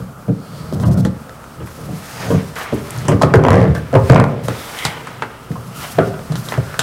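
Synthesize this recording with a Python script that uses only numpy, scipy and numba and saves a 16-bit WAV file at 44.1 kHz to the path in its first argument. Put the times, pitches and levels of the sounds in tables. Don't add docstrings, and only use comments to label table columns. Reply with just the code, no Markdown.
import sys
import numpy as np
from scipy import signal
from scipy.fft import rfft, irfft
from scipy.io import wavfile
from scipy.ndimage import uniform_filter1d
from numba import njit

SR = 44100
rng = np.random.default_rng(int(sys.argv[2]) if len(sys.argv) > 2 else 0)


def unload_wav(signal):
    wavfile.write(
        sys.argv[1],
        SR,
        np.round(np.clip(np.atleast_2d(signal).T, -1, 1) * 32767).astype(np.int16),
    )


def natural_amplitude(level_db):
    exponent = np.asarray(level_db, float) / 20
    return 10 ** exponent


N = 300762


def table(rows, at, log=False):
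    x, *columns = np.transpose(rows)
    if log:
        x, at = np.log(x), np.log(at)
    return np.array([np.interp(at, x, column) for column in columns])


def unit(x):
    return x / np.sqrt(np.mean(x ** 2))


def band(x, lo_hz, hi_hz):
    sos = signal.butter(2, [lo_hz, min(hi_hz, .45 * SR)], "band", fs=SR, output="sos")
    return signal.sosfilt(sos, x)


def walk(rate_hz):
    hold = int(SR / rate_hz)
    steps = np.repeat(rng.standard_normal(N // hold + 1), hold)
    return unit(uniform_filter1d(steps, hold)[:N])


def grains(spread_db, ceiling):
    return rng.standard_normal(N) * natural_amplitude(spread_db * np.minimum(rng.exponential(size=N), ceiling))


def add(line, s, x):
    i = int(s * SR)
    line[..., i:i + x.shape[-1]] += x[..., :N - i]


def swells(rows, t, rest_db, other_rest_db, roundness):
    s, db, rise, fall, other_db = np.transpose(rows)[:, :, None]
    late = t - s
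    away = np.where(late < 0, -late / np.maximum(rise, .002), late / np.maximum(fall, .002))
    power = natural_amplitude(2 * np.maximum(db - 20 * away ** roundness, -200))
    main = power.sum(0) + natural_amplitude(2 * rest_db)
    other = (power * natural_amplitude(2 * other_db)).sum(0) + natural_amplitude(2 * other_rest_db)
    return 10 * np.log10([main, other])


def gestures():
    # (peak time [s], boom level [dB],
    # swell per 20 dB [s], fade per 20 dB [s], drumming against boom [dB])
    pushes = [(0.0, -28.5, .05, 0.25, -26), (.3, -13, 0.04, -0.06, -30), (.78, -20, -0.67, 0.15, -16.5),
              (.95, -6, 0.32, 0.11, -16.5), (1.61, -27.5, 0.1, -0.25, -8), (1.9, -27.5, 0.25, 0.1, -11.5),
              (2.35, -10.5, 0.2, 0.01, -11.5), (2.74, -21.5, -0.07, -0.1, -1), (2.87, -30, 0.2, -2.2, -13),
              (3.11, -8.5, 0.17, 0.28, -17.5), (3.25, -18.5, 0.13, 0.66, -12),
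              (3.44, -8.5, 0.36, 0.23, -26), (3.55, -19, 0.23, 0.14, 7.5), (3.62, -9.5, 0.37, 0.18, -12),
              (3.97, -8, 0.05, -0.37, -30), (4.03, -7.5, 0.1, -0.65, -24), (4.12, -9, 0.04, 0.2756, -3.5),
              (4.52, -24, 1.1, 0.07, -11), (4.86, -36, 1.5, 0.9, -5), (5.51, -29.5, -0.1, 0.4, -21),
              (6.01, -18, 0.08, 0.22, -14), (6.15, -28.5, 0.8, 0, -10), (6.3, -25, -0.2, .5, -17),
              (6.57, -32, 0, 0, -37)]
    # (peak time [s], hiss level [dB],
    # swell per 20 dB [s], fade per 20 dB [s], scrape against hiss [dB])
    strokes = [(0.0, -42, .01, 0.3, -7), (.18, -45, 0, 0.5, -9), (.57, -39, 0.3, 0.7, -6.5),
               (.95, -44.5, 1.5, 2, -4.5), (1.67, -43, 1, 14, -4), (2.24, -30, 0.46, 0.48, -2),
               (2.56, -34.5, -0.1, 0.34, 7), (2.61, -43, -0.13, 0.1, 16), (2.92, -32.5, 0.13, 0.53, -0.5),
               (3.27, -50.5, 0, 0.2, 13.5), (3.55, -45, 0.2, 0.3, 15), (3.76, -49, -3.2, 0.5, 10),
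               (4.12, -28.5, 0.19, 0, -1), (4.48, -32, -0.33, 1, -3), (4.7, -33.5, 0.1, -1.5, -0.5),
               (4.86, -26.5, 0.14, 0.02, -2.5), (4.94, -43.5, 1.5, 0.57, 8.5), (5.84, -32.5, 0.08, 0.09, 4),
               (6.08, -37, 0.54, 0.06, 1), (6.34, -37, 1.13, 2.5, -22), (6.51, -42, 0.1, 0.2, 6),
               (6.6, -39, 1, 17, -0.5), (6.8, -54, -0.25, -2.5, 24)]
    t = np.arange(0, N + 44, 44) / SR
    pressure = swells(pushes, t, rest_db=-47, other_rest_db=-46.5, roundness=1.24)
    sliding = swells(strokes, t, rest_db=-71.5, other_rest_db=-79, roundness=1.116)
    return table(np.vstack([t, pressure, sliding]).T, np.arange(N) / SR)


def releases():
    # (time [s], peak level [dB], centre [Hz], click and kick into the panel [dB])
    clean = [(0.725, -27, 4230, -28), (0.7991, -27, 4440, -26), (0.8366, -30.5, 4570, -22.5),
             (1.2939, -30, 4130, -25), (2.556, -26, 5400, -26), (2.726, -29, 3650, -28),
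             (2.906, -15.5, 9500, -45), (2.963, -25.5, 5550, -38), (2.9768, -23.5, 9700, -36),
             (3.2147, -23.5, 4820, -21), (3.2332, -19.5, 4570, -2.5), (3.343, -29, 4080, -27),
             (3.3563, -12, 4200, -3), (3.484, -22.5, 3360, 1), (3.5048, -12, 3700, -8.5),
             (3.78, -35, 4250, -24), (4.0986, -12.5, 4600, -2.5), (4.1992, -16, 3914, -2),
             (4.2401, -19, 3750, -11), (4.4834, -12.5, 3760, -9.5), (5.9867, -34, 5080, -3.5),
             (6.192, -37, 3000, -17.5), (4.2041, -32, 2800, -13), (1.441, -35, 2500, -22),
             (6.5751, -27, 5370, -17)]
    # (time [s], peak level [dB], centre [Hz], click and kick into the panel [dB])
    rips = [(1.0498, -21, 3900, -17), (1.6722, -37, 9050, -26.5), (2.9852, -29, 5360, -31),
            (3.0527, -27, 3300, -32), (3.0824, -17.5, 6960, -15), (3.1177, -26.5, 4160, -13.5),
            (3.2206, -12.5, 3970, -10.5), (3.3384, -24, 3850, -3.5), (3.6775, -52.5, 3800, -23),
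            (3.75, -24.5, 3920, -18.5), (3.9515, -26.5, 3830, -11.5), (4.1596, -33, 3520, -6.5),
            (4.1777, -43, 4300, -12.5), (4.7883, -20.5, 3670, -45), (4.851, -7.5, 3800, -6.5),
            (5.0709, -29, 3720, -17), (5.222, -29.5, 3034, -8), (5.5167, -37.5, 4070, -29),
            (6.321, -25, 3680, -22), (6.355, -20.5, 3570, -18.5), (6.4867, -21.5, 4020, -20.5),
            (6.5215, -38, 4150, -11.5), (6.5398, -34, 5030, -16), (6.7417, -33, 3610, -17.5),
            (6.792, -4.5, 3400, -4.5)]
    # (time [s], peak level [dB], kick level [dB])
    judders = [(3.4378, -15, -10), (3.4501, -38, -6), (3.4657, -22, -6), (3.5178, -29, -10),
               (3.5304, -15, -15.5), (3.5422, -19, -11), (3.5554, -19, -16.5), (3.5682, -25, -13),
               (3.5797, -27, -15), (3.5917, -26.5, -16), (3.6034, -24, -22), (3.6148, -23, -10.5),
               (3.6277, -24, -15), (3.6409, -24, -18), (3.6523, -31, -15), (3.9283, -22, -21),
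               (3.9403, -20.5, -10.5), (4.1091, -14, -6.5), (4.1214, -13, -11), (4.1324, -20, -9),
               (4.1455, -14.5, -25)]
    clean_rattle_db, rip_rattle_db = -23.5, -8
    rows = [(*r, clean_rattle_db) for r in clean] + [(*r, rip_rattle_db) for r in rips]
    for (s, db, kick_db), colour in zip(judders, rng.standard_normal(40)):
        rows.append((s, db - 4.5, 4800 * (1 + 0.059 * colour), kick_db + 0.5, clean_rattle_db))
    return rows


def rubbing(hand):
    grain = unit(rng.standard_normal((3, N)) * natural_amplitude(2.0 * rng.exponential(size=(3, N))))
    waver_db = np.array([2.5 * walk(25), 2.0 * walk(40), 1.5 * walk(50)])
    boom_drum_scrape_db = hand[[0, 1, 3]]
    force = natural_amplitude(boom_drum_scrape_db + waver_db + np.array([[-5.5], [0], [-12]])) * grain
    scrape = natural_amplitude(23.0) * band(force[2], 400, 2270)
    return force, scrape


def blows(hand, slips):
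    # (time [s], body [dB], boom [dB], clank [dB], pitch [Hz])
    thuds = [(0.721, -26, -7.5, -48, 322), (0.833, -25, -11, -24, 300), (.972, -16.5, -6, -36, 205),
             (1.6, -28.5, -20, -33, 392), (1.886, -25.5, -15.5, -53, 207), (2.302, -10, -1.5, -19, 336),
             (3.083, -9.5, 1, -11.5, 550), (5.555, -31.5, -38.5, -31.5, 1040), (.908, -32, -12.5, -32, 795)]
    # (time [s], body [dB], boom [dB], clank [dB], pitch [Hz])
    raps = [(0.0, -30.5, -25, -42, 228), (.281, -17, -14, -36, 287), (.291, -15.5, -9.5, -39, 290),
            (1.049, -12, -6, -32, 326), (2.344, -16, -10, -28, 220), (2.724, -9.5, -10.5, -41, 283),
            (3.123, -9.5, -28, -19.5, 280), (3.214, -5, -22, -12, 1020), (3.338, 0.5, -9, -14, 484),
            (3.392, -10, -9, -24, 462), (3.928, -10, -7, -25, 480), (3.95, -3.5, -7, -13, 490),
            (4.097, -2.5, 2, -11.5, 185), (4.487, -29, -27, -30, 198), (5.222, -24, -33, -27.5, 760),
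            (5.503, -24.5, -16, -57, 230), (5.9811, -6, -15, -31, 377), (5.9855, -4, -9.5, -11, 420),
            (6.138, -31.5, -20.5, -27, 203), (6.297, -26, -13, -43, 197), (6.576, -17.5, -10.5, -28, 402),
            (6.787, -23, -41, -44, 418)]
    # (from [Hz], to [Hz])
    force_bands = [(60, 220), (220, 800), (800, 2500)]
    thud_ms, rap_ms = 16, 4.54
    force, t = np.zeros((3, N)), np.arange(4096) / SR
    knocks = [(*r, thud_ms) for r in thuds] + [(*r, rap_ms) for r in raps]
    ragged = rng.standard_normal((len(knocks), 3, len(t)))
    for (s, body_db, boom_db, clank_db, hz, contact_ms), rag in zip(knocks, ragged):
        span = contact_ms / 1000 * np.array([[2.5], [1.], [.8]])
        push = np.exp(-t / span) / np.sqrt(1000 * span)
        push[0] *= 1 - np.exp(-t / 0.0022)
        push[1] *= 1 - np.exp(-t / 0.0018)
        push = push * rag
        push = push + natural_amplitude(1.0) * band(push, 0.6 * hz, 1.65 * hz)
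        size = [[np.linalg.norm(band(p, lo, hi)) / np.sqrt(hi - lo)] for p, (lo, hi) in zip(push, force_bands)]
        level_db = np.array([[boom_db - 20.0], [body_db - 17.0], [clank_db - 15.0]])
        add(force, s, natural_amplitude(level_db) * push / size)
    for (s, _, _, kick_db, _), rag in zip(slips, rng.standard_normal((90, 3, 128))):
        pressed_db = min(0, 0.5 * (hand[0, int(s * SR)] + 16))
        level_db = kick_db + pressed_db + np.array([[6], [11], [3]])
        add(force, s, natural_amplitude(level_db) * np.exp(-t[:128] / 0.00083) * rag)
    return force


@njit
def ring(force, share, pole, grip):
    out = np.zeros(force.shape[1])
    for m in range(len(pole)):
        z = 0j
        for i in range(len(out)):
            push = share[0, m] * force[0, i] + share[1, m] * force[1, i] + share[2, m] * force[2, i]
            z = z * pole[m] + grip[m, i >> 8] * push
            out[i] += z.imag
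    return out


def panel(force):
    # (frequency [Hz], level [dB], t60 [s])
    low_modes = [(80.4, 8.5, 0.26), (97, 2, 0.16), (110.3, -3.5, 0.25), (120.7, -12, 0.26), (136, 4, 0.064),
                 (148.9, 1, 0.091), (172.5, 0.5, 0.22), (189.7, -4, 0.14), (207, 0, 0.26), (242, -9, 0.07),
                 (287.5, -5, 0.18), (311.5, 4.5, 0.084), (392, 1, 0.3), (437, -5, 0.051),
                 (475.6, 1.5, 0.15), (524, 0.5, 0.078), (590, -3, 0.028), (747, -8, 0.074),
                 (1020, 7, 0.011)]
    # (frequency [Hz], level [dB])
    crowd_db = [(220, -6), (400, -5), (680, -11.5), (1200, -4.5), (2200, -19.5), (3500, -19)]
    # (frequency [Hz], t60 [s])
    crowd_t60 = [(220, 0.3), (600, 0.079), (850, 0.19), (1500, 0.22), (3500, 0.032)]
    # (time [s], frequency [Hz])
    place = [(0.0, 136), (.3, 141), (1.0, 136), (1.5, 125), (2.4, 125), (2.73, 149), (3.1, 119),
             (3.44, 119), (3.63, 139), (4.02, 91), (4.12, 157), (4.35, 130), (5.7, 130), (6.0, 153),
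             (6.2, 136), (6.6, 155)]
    hz = 220 + 3280 * ((np.arange(70) + rng.random(70)) / 70) ** 1.5
    crowd = np.array([hz, table(crowd_db, hz, True)[0], table(crowd_t60, hz, True)[0]])
    hz, db, t60 = np.hstack([np.transpose(low_modes), crowd])
    share = table([(190, 1, 0, 0), (235, 0, 1, 0), (750, 0, 1, 0), (1000, 0, 0, 1)], hz, True)
    pole = np.exp(2j * np.pi * hz / SR - np.log(1000) / (np.maximum(t60, .01) * SR))
    t = np.arange(N // 256 + 1) * 256 / SR
    start, speed = rng.random((2, len(hz), 1))
    grip = np.sign(speed - .5) * (1 + .4 * np.cos(2 * np.pi * (start + (.6 + 1.5 * speed) * t)))
    off = np.log(hz[:, None] / table(place, t)[0]) / 0.41
    grip = grip * (1 + share[0][:, None] * (1.58 * np.exp(-off ** 2) - .4))
    mode_gain = natural_amplitude(db - 9) * np.sqrt(1 - abs(pole) ** 2)
    sound = ring(force + 1e-18, share, pole, grip * mode_gain[:, None])
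    return signal.sosfilt(signal.butter(4, 74, "high", fs=SR, output="sos"), sound)


def ticks(slips):
    out, t = np.zeros(N), np.arange(2048) / SR
    crack = t / 0.00088 * np.exp(1 - t / 0.00055)
    rattle = np.exp(-t / 0.017)
    for (s, db, hz, click_db, rattle_db), rag in zip(slips, rng.standard_normal((90, len(t)))):
        evenness = np.sqrt(np.sum((rag * crack) ** 2) / np.sum(crack ** 2))
        snap = rag * (crack / evenness + natural_amplitude(rattle_db) * rattle)
        coloured = band(snap, 0.69 * hz, 1.187 * hz) + natural_amplitude(-4.0) * band(snap, 1930, 8100)
        add(out, s, natural_amplitude(db + 4.0) * coloured)
        add(out, s, natural_amplitude(click_db + 10.5) * band(snap, 720, 1896))
    return out


def felt(hand):
    # (start [s], length [s], level [dB])
    skids = [(0.732, 0.018, -36.5), (0.803, 0.033, -38), (0.855, 0.036, -39), (0.912, 0.034, -35),
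             (0.972, 0.039, -34.5)]
    # (centre [Hz], width [Hz], level [dB])
    resonances = [(3490, 500, -11.5), (4700, 1800, -3), (5950, 1640, -6.5), (8400, 2900, -6),
                  (11900, 6900, -5.5)]
    t = np.arange(N) / SR
    hiss_db = hand[2]
    top_db = 2 + 0.0093 * (hiss_db + 40)
    skid = sum(natural_amplitude(db) * ((t > s) & (t < s + length)) for s, length, db in skids)
    level = natural_amplitude(hiss_db - 2.0) + uniform_filter1d(skid, 132)
    shared_db, out = 1.1 * walk(30), 0
    for hz, width_hz, db in resonances:
        grain = grains(2.3, 6)
        tone_db = db - 8.5 + (hz > 7000) * top_db + shared_db + 0.13 * walk(2.6)
        out = out + natural_amplitude(tone_db) * unit(band(grain, hz - width_hz / 2, hz + width_hz / 2))
    return level * out


def drags():
    # (peak time [s], level [dB], swell [s], fade [s], pitch [Hz])
    songs = [(.56, -51.5, 0.17, .2, 3220), (.58, -49, 0.26, 0.26, 4470), (0.854, -33, 0.047, .06, 1030),
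             (0.978, -39.5, .06, 0.045, 1350), (2.24, -43, .25, .12, 5000), (2.27, -44.5, 0.34, .2, 6200),
             (2.59, -34, .05, 0.14, 1190), (2.61, -35, 0.072, 0.12, 1730), (2.63, -39, 0.064, .1, 2280),
             (3.55, -27, 0.17, 0.18, 1085), (3.57, -30, 0.18, 0.17, 1880), (3.756, -32, .01, 0.043, 1600),
             (3.96, -21.5, 0.034, 0.064, 890), (4.15, -31.5, 0.074, 0.17, 2300),
             (4.65, -40, 0.11, 0.054, 1250), (4.67, -40, 0.19, 0.059, 3560), (4.8, -38, 0.069, 0.092, 1220),
             (4.82, -35, 0.089, 0.18, 3120), (4.84, -30.5, 0.12, 0.13, 2100),
             (5.002, -49, 0.25, 0.87, 2950), (5.8, -36, 0.077, 0.11, 1300), (5.82, -42, .12, .2, 2900),
             (5.87, -38, .04, .03, 1450), (5.995, -22, 0.011, 0.065, 1345), (6.52, -41, 0.16, .1, 1470),
             (6.73, -39, 0.16, 0.09, 1480)]
    half_width = 0.085
    t, out = np.arange(N) / SR, 0
    grain = grains(2.0, 5) * natural_amplitude(1.6 * walk(40))
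    for s, db, swell, fade, hz in songs:
        away = np.where(t < s, (s - t) / max(swell, .01), (t - s) / max(fade, .01))
        tone = unit(band(grain, hz * (1 - half_width), hz * (1 + half_width)))
        out = out + natural_amplitude(db - 20 * np.minimum(away, 4) ** 2) * tone
    return out


def paper():
    # (start [s], length [s], level [dB], swell [s], fade [s])
    rustles = [(1.653, 0.17, -42, .01, 0.19), (1.94, 0.36, -40.5, 0.08, 0.065),
               (2.55, .085, -33.5, .004, 0.018), (2.725, 0.15, -40, 0.0081, .02),
               (3.743, 0.035, -40, .004, 0.023), (4.434, 0.034, -33, 0.0032, 0.015),
               (4.505, 0.39, -35, 0.095, 0.059), (5.49, 0.33, -44, .01, 0.033),
               (5.737, 0.19, -35, .03, .05), (6.352, .18, -35.5, .01, .02)]
    t, level = np.arange(N) / SR, 0
    for s, length, db, swell, fade in rustles:
        rise = np.clip((t - s) / max(swell, .003), 0, 1)
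        fall = np.exp(-np.maximum(t - s - length, 0) / max(fade, .005))
        level = level + natural_amplitude(db) * rise * fall
    grain = grains(2.0, 6)
    crackle = unit(band(grain, 4100, 13700) + natural_amplitude(-5) * band(grain, 2500, 7000))
    return level * natural_amplitude(2.2 * walk(45) - 4.5) * crackle


def walls(x, t60, wet_db):
    t = np.arange(SR // 2) / SR
    low = band(rng.standard_normal(len(t)), 68, 1900) * np.exp(-np.log(1000) * t / t60)
    high = band(rng.standard_normal(len(t)), 3100, 11400) * np.exp(-np.log(1000) * t / (0.42 * t60))
    tail = (low + 0.69 * high) * (t > .008)
    return x + natural_amplitude(wet_db) * signal.fftconvolve(x, tail / np.sqrt(np.sum(tail ** 2)))[:N]


def garage():
    # (frequency [Hz], level per Hz [dB])
    spectrum = [(15, -35), (25, 7.5), (180, -2), (249, -1), (335, -7.5), (754, -6.5), (988, -8.5),
                (1290, -1), (1940, -25.5), (2990, -24), (3720, -33), (8830, -27), (16000, -30.5)]
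    hz = np.maximum(np.fft.rfftfreq(N, 1 / SR), 1)
    tone = irfft(rfft(rng.standard_normal(N)) * natural_amplitude(table(spectrum, hz, True)[0]), N)
    return natural_amplitude(-38 + 0.8 * walk(1.37)) * unit(tone)


@njit
def follow(x, attack, release):
    out, e = np.empty(len(x)), 0.
    for i in range(len(x)):
        e += (abs(x[i]) - e) * (attack if abs(x[i]) > e else release)
        out[i] = e
    return out


def scene():
    hand, slips = gestures(), releases()
    force, scrape = rubbing(hand)
    sheet = panel(force + blows(hand, slips))
    edge = scrape + ticks(slips) + felt(hand) + drags()
    work = walls(sheet + edge + paper(), t60=0.59, wet_db=-16.0)
    loud = follow(work, 1 / (0.0033 * SR), 1 / (.15 * SR))
    duck = np.minimum(1, (natural_amplitude(-12.5) / (loud + 1e-9)) ** 1.8)
    return (work + duck * garage())[None]


def roll_off(x):
    return signal.sosfilt(signal.butter(12, 16490, fs=SR, output="sos"), x)


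def record(dry):
    x = signal.sosfilt(signal.butter(2, 55, "high", fs=SR, output="sos"), dry)
    x = np.clip(x, -.995, .995)
    x = signal.sosfilt(signal.ellip(10, .2, 80, 15800, fs=SR, output="sos"), x)
    return roll_off(x)


dry = scene()
out = record(dry)
unload_wav(out)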